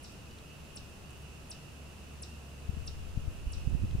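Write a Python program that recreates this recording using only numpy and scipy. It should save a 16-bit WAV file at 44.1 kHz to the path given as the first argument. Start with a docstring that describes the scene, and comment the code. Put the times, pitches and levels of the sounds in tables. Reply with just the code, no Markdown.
"""Bird chips in a dry spring meadow

A small bird gives six thin chips, each a fast downward whistle that echoes off trunks and scatters
in the brush and the wood. Behind it, far frog peeps merge into a shimmering band, a distant engine
drones and the air hisses softly; dry grass ticks as stalks snap. In the last third a breeze rises,
and its turbulent pressure buffets the two ports of the microphone."""
import sys
import numpy as np
from scipy import signal
from scipy.fft import rfft, irfft
from scipy.io import wavfile

SR = 44100
rng = np.random.default_rng(int(sys.argv[2]) if len(sys.argv) > 2 else 0)


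def pcm_store(signal):
    """Save signal as 16-bit PCM."""
    levels = np.round(np.clip(np.atleast_2d(signal), -1, 1) * 32767)
    wavfile.write(sys.argv[1], SR, levels.astype(np.int16).T)


N = 176400
T = np.arange(N) / SR
FREQS = np.maximum(np.fft.rfftfreq(N, 1 / SR), 1)


def from_db(db):
    """Amplitude ratio: tenfold for every 20 dB."""
    return 10 ** (np.asarray(db) / 20)


def unit_rms(x):
    """Normalisation to unit mean power."""
    return x / np.sqrt(np.mean(x ** 2) + 1e-20)


def pan(db):
    """Interaural level difference: two gains, the left one db above the right."""
    return from_db(np.array([[db], [-db]]) / 2)


def in_time(rows, t=T):
    """Linear interpolation of each column against the times in the first."""
    times, *columns = np.transpose(rows)
    return [np.interp(t, times, column) for column in columns]


def spectrum(points):
    """Linear interpolation on a logarithmic frequency axis."""
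    hz, value = np.transpose(points)
    return np.interp(np.log(FREQS), np.log(hz), value)


def coloured_noise(colour, coherence=0):
    """Partly coherent stereo noise of unit power: a common part plus an antiphase part."""
    mid, side = rfft(rng.standard_normal((2, N))) * from_db(spectrum(colour))
    stereo = np.sqrt(1 + coherence) * mid + np.sqrt(1 - coherence) * side * [[1], [-1]]
    return unit_rms(irfft(stereo, N))


def drift(corner_hz):
    """Slow random fluctuation: low-passed noise of unit power."""
    return unit_rms(irfft(rfft(rng.standard_normal(N)) / (1 + (FREQS / corner_hz) ** 2), N))


def resonance(x, hz, width_hz):
    """A damped two-pole resonator with unit gain at its peak."""
    radius = np.exp(-np.pi * width_hz / SR)
    feedforward = np.array([1, 0, -1]) * (1 - radius ** 2) / 2
    feedback = [1, -2 * radius * np.cos(2 * np.pi * hz / SR), radius ** 2]
    return signal.lfilter(feedforward, feedback, x + 1e-18)


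# Still air. Each row: frequency in Hz, relative spectral density in dB.
AIR_COLOUR = [(20, 12), (45, 16), (110, 16), (190, 13.5), (300, 7.5), (450, 6), (560, 3.5), (660, 4),
              (780, 1), (1300, -1), (2100, -6.5), (3800, -8.5), (5200, -8.5), (6400, -9), (7800, -10),
              (10000, -12), (12500, -16), (15500, -22)]
# Likeness of the air at the two ears. Each row: frequency in Hz, correlation from -1 to 1.
AIR_COHERENCE = [(30, 0.54), (150, 0.78), (500, 0.49), (1200, 0.17), (4000, 0.33), (8000, -0.14),
                 (14000, -0.2)]

def air():
    """Stationary noise: broadband hiss and rumble, with a faint narrowband whir on the right."""
    out = from_db(-50.5) * coloured_noise(AIR_COLOUR, spectrum(AIR_COHERENCE))
    whir = resonance(rng.standard_normal(N), hz=1318, width_hz=46)
    out[1] += from_db(-71) * unit_rms(whir)
    return out


# The engine's fundamental. 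Each row: time in seconds, level in dB.
ENGINE_LEVEL = [(0, -56), (.7, -52.5), (1.0, -58.5), (1.25, -47), (1.55, -54), (1.8, -49), (2.0, -51),
                (2.25, -46), (2.7, -43.5), (4, -58)]
# Its overtones. Each row: harmonic number, mean level in dB.
ENGINE_OVERTONES = [(2, -59), (3, -70.5)]

def engine(fundamental_hz=72, waver=.01):
    """A harmonic series: three partials of a far drone waver together in pitch and fade separately."""
    hz = fundamental_hz * (1 + waver * drift(3.24))
    phase = 2 * np.pi * np.cumsum(hz) / SR
    level_db, = in_time(ENGINE_LEVEL)
    overtones = sum(from_db(db + 2 * drift(2.4)) * np.sin(k * phase) for k, db in ENGINE_OVERTONES)
    return from_db(level_db) * np.sin(phase) + overtones


# The blur of the chorus. Each row: frequency in Hz, relative spectral density in dB.
CHORUS_WASH = [(1500, -61), (2350, -6), (2580, 6.5), (2880, 2.5), (3150, -4), (4500, -26)]
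# Its swells. Each row: time in seconds, level in dB, taken relative to the curve's mean.
CHORUS_SWELL = [(0, -62), (.3, -63.5), (.58, -63.5), (.72, -60), (.97, -63.5), (1.27, -61.5), (1.6, -63),
                (2.5, -63.5), (2.9, -62), (3.15, -63.5), (3.58, -60.3), (3.8, -62.5), (4, -63)]

def frogs(peeps_per_s=140, peep_s=.12, centre_hz=2735, spread_hz=190, rise_hz=170):
    """Incoherent superposition: far, rising peeps and a wash of noise merge into a shimmering band."""
    out = np.zeros((2, N + SR))
    length = int(peep_s * SR)
    progress = T[:length] / peep_s
    envelope = np.sin(np.pi * progress)
    count = int(peeps_per_s * (N / SR + peep_s))
    for when, pitch, gain, left_phase, right_phase in rng.random((count, 5)):
        hz = centre_hz + spread_hz * (2 * pitch - 1) + rise_hz * (progress - .5)
        cycles = np.cumsum(hz) / SR + [[left_phase], [right_phase]]
        start = int(when * (N + length))
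        out[:, start:start + length] += gain * envelope * np.sin(2 * np.pi * cycles)
    chorus = unit_rms(out[:, length:length + N]) + from_db(1) * coloured_noise(CHORUS_WASH)
    swell_db, = in_time(CHORUS_SWELL)
    return from_db(-61.5 + swell_db - swell_db.mean()) * pan(-7.5) * unit_rms(chorus)


# Snapping stalks. Each row: start in seconds, peak level in dB, centre frequency in Hz.
SNAPS = [(.121, -50, 8900), (.309, -51, 4000), (0.386, -44.5, 3570), (1.106, -48, 8300), (1.131, -55, 9000),
         (1.176, -55, 12000), (1.22, -48.5, 9300), (3.309, -57, 11500), (3.696, -50, 7400),
         (3.909, -46, 3240)]

def grass(decay_s=.005, relative_width=.35):
    """Impulsive excitation: each dry stalk snaps in a grainy burst that drives a broad resonance."""
    out = np.zeros(N)
    for start, db, hz in SNAPS:
        grains = rng.standard_normal(N) ** 3  # cubing makes the noise spiky
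        burst = grains * (T >= start) * np.exp(-np.abs(T - start) / decay_s)
        snap = resonance(burst, hz, relative_width * hz)
        out += from_db(db) * snap / np.abs(snap).max()
    return out


# The breeze on the microphone. Each row: time in seconds, left level in dB, right level in dB.
BREEZE_LEVEL = [(0, -93, -67), (2.55, -62, -68), (2.72, -38.5, -50), (2.93, -42.5, -45.5),
                (3.2, -39.5, -42), (3.38, -45, -43), (3.6, -38.5, -42), (3.72, -40, -27),
                (3.87, -38, -32.5), (4, -43, -36.5)]
# Its rumble. Each row: frequency in Hz, relative spectral density in dB.
BREEZE_COLOUR = [(15, -5), (35, -7), (80, -3), (130, -13.5), (220, -27), (400, -33), (900, -52),
                 (3000, -87)]
# Single eddies. Each row: centre time in seconds, peak of the swing at the stronger port in dB,
# swing rate in Hz, left minus right level in dB.
EDDIES = [(2.695, -21.5, 59, 31), (2.772, -30, 98, 27), (3.176, -20.5, 65, 11), (3.282, -24.5, 43.6, 20),
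          (3.476, -26, 35, -9), (3.576, -28, 44, 30), (3.676, -18, 70, -38), (3.751, -18.5, 65, -34),
          (3.838, -20.5, 83.4, -34), (3.848, -22.5, 60.6, 20), (3.952, -19, 66.6, 20),
          (3.99, -29, 40.3, -18)]
# Fine turbulence around an eddy. Each row: frequency in Hz, relative spectral density in dB.
EDDY_COLOUR = [(30, -7), (90, 4.5), (180, -1.5), (300, -3.5), (450, -20), (900, -55), (3000, -85)]

def wind(rough_db=-16.5, rough_s=.0097, falloff=2.47):
    """Turbulent pressure: an independent rumble at each port, and eddies that swing it down, then up."""
    out = from_db(in_time(BREEZE_LEVEL)) * coloured_noise(BREEZE_COLOUR)
    roughness = from_db(rough_db) * coloured_noise(EDDY_COLOUR)
    for centre, db, hz, side_db in EDDIES:
        phase = 2 * np.pi * hz * (T - centre)
        swing = phase / (1 + phase ** 2 / 2) ** falloff  # a lower falloff gives longer skirts
        eddy = swing / swing.max() + roughness * np.exp(-np.abs(T - centre) / rough_s)
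        out += from_db(db) * eddy * pan(side_db) / pan(side_db).max()
    return out


def scatter(x, t60_s, gain_db, colour):
    """Diffuse reverberation: countless small reflections decay exponentially, differently at each ear."""
    t = T[:SR // 2]
    tail = rng.standard_normal((2, len(t))) * from_db(-60 * t / t60_s)
    response = unit_rms(tail) / np.sqrt(len(t))  # unit energy
    scattered = signal.fftconvolve(x[None], response, axes=1)[:, :N]
    return irfft(rfft(scattered) * from_db(gain_db + spectrum(colour)), N)


# The bird at the two ports. Each row: frequency in Hz, phase lead of left over right in radians.
PORT_LEAD = [(3600, -.5), (4500, .6), (5400, .75), (6400, 1.0), (7500, 2.1), (8850, 2.35), (10300, 2.2)]
# Scatter from fine twigs near the bird. Each row: frequency in Hz, relative gain in dB.
BRUSH_COLOUR = [(3000, 4), (5400, 5.5), (7500, 2), (11000, -14)]
# Echoes off trunks. 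Each row: delay in seconds, left and right gains in dB, low-pass cutoff in Hz.
TRUNK_ECHOES = [(.0112, -17, -14, 11000), (.0332, -16, -22, 6000)]
# Modes of the microphone housing. Each row: frequency and width in Hz, left and right gains in dB.
HOUSING_MODES = [(3770, 120, -3, -3), (4850, 160, -1, 1), (5550, 160, 4, 0), (7600, 400, -14, -4),
                 (8700, 220, 0, -3), (9220, 130, -1, -5)]
# Scatter from the edge of the wood. Each row: frequency in Hz, relative gain in dB.
WOOD_COLOUR = [(3000, 12), (4300, 10), (5250, 7.5), (6300, 9), (9000, -3.5), (12000, 2)]

def meadow(to_listener, to_wood):
    """Multipath propagation: direct sound and near reflections ring the housing; the wood reverberates."""
    port_shift = np.exp(.5j * spectrum(PORT_LEAD) * [[1], [-1]])
    direct = irfft(rfft(to_listener) * port_shift, N)
    out = direct + scatter(to_listener, t60_s=.15, gain_db=-9, colour=BRUSH_COLOUR)
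    for delay, left_db, right_db, cutoff_hz in TRUNK_ECHOES:
        dulled = signal.sosfilt(signal.butter(2, cutoff_hz, fs=SR, output="sos"), direct)
        echo = np.pad(dulled, ((0, 0), (int(delay * SR), 0)))[:, :N]
        out += from_db([[left_db], [right_db]]) * echo
    out += sum(from_db([[left_db], [right_db]]) * resonance(out, hz, width_hz)
               for hz, width_hz, left_db, right_db in HOUSING_MODES)
    return out + scatter(to_wood, t60_s=.57, gain_db=-8.5, colour=WOOD_COLOUR)


# The fall shared by all chips. Each row: time from the lower swell in seconds before stretching,
# pitch in Hz, relative level in dB.
SWEEP = [(-.022, 11900, -13), (-.0165, 10150, -7), (-.0098, 8700, -2), (-.0048, 7400, -5),
         (-.003, 6450, -13), (-.0014, 5650, -1), (.0026, 4500, -8), (.006, 3700, -11), (.009, 3150, -21)]
# The chips. Each row: time of the lower swell in seconds, gains of the lower and upper swells in dB,
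# time stretch factor, onset pitch in Hz, gain towards the wood in dB as the bird turns.
CHIPS = [(.045, -48.5, -50.5, 1, 11000, 8), (.7722, -42, -42.5, 0.92, 10870, -3),
         (1.516, -40.5, -41, 0.94, 11690, -2.5), (2.2337, -41, -40, 0.87, 10000, -1),
         (2.8775, -38, -47, 0.85, 10200, -3.5), (3.5342, -45, -46.5, .92, 10500, 4)]

def bird(fade_s=.00074, onset_span_hz=696):
    """Frequency modulation: each chip is a pure tone that plunges nearly two octaves and swells twice."""
    to_listener, to_wood = np.zeros((2, N))
    for when, lower_db, upper_db, stretch, onset_hz, wood_db in CHIPS:
        t = (T - when) / stretch
        from_edge = np.minimum(t - SWEEP[0][0], SWEEP[-1][0] - t)
        sounding = from_edge > 0
        hz, sweep_db = in_time(SWEEP, t[sounding])
        swell_db = np.interp(hz, [5800, 8500], [lower_db, upper_db])
        edge_fade = np.minimum(from_edge[sounding] / fade_s, 1)
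        onset = np.clip((onset_hz - hz) / onset_span_hz + .5, 0, 1)  # opens as the pitch falls
        envelope = from_db(sweep_db + swell_db) * edge_fade * onset
        chip = envelope * np.sin(2 * np.pi * np.cumsum(hz) / SR)
        to_listener[sounding] += chip
        to_wood[sounding] += from_db(wood_db) * chip
    return to_listener, to_wood


def scene():
    """Linear superposition: the bird and its reflections add to the other sounds of the meadow."""
    return air() + meadow(*bird()) + engine() + wind() + grass() + frogs()


def record(dry):
    """Band limiting: a very steep low-pass removes the highest treble."""
    cutoff_hz = 15700
    return irfft(rfft(dry) / np.sqrt(1 + (FREQS / cutoff_hz) ** 400), N)


dry = scene()
out = record(dry)
pcm_store(out)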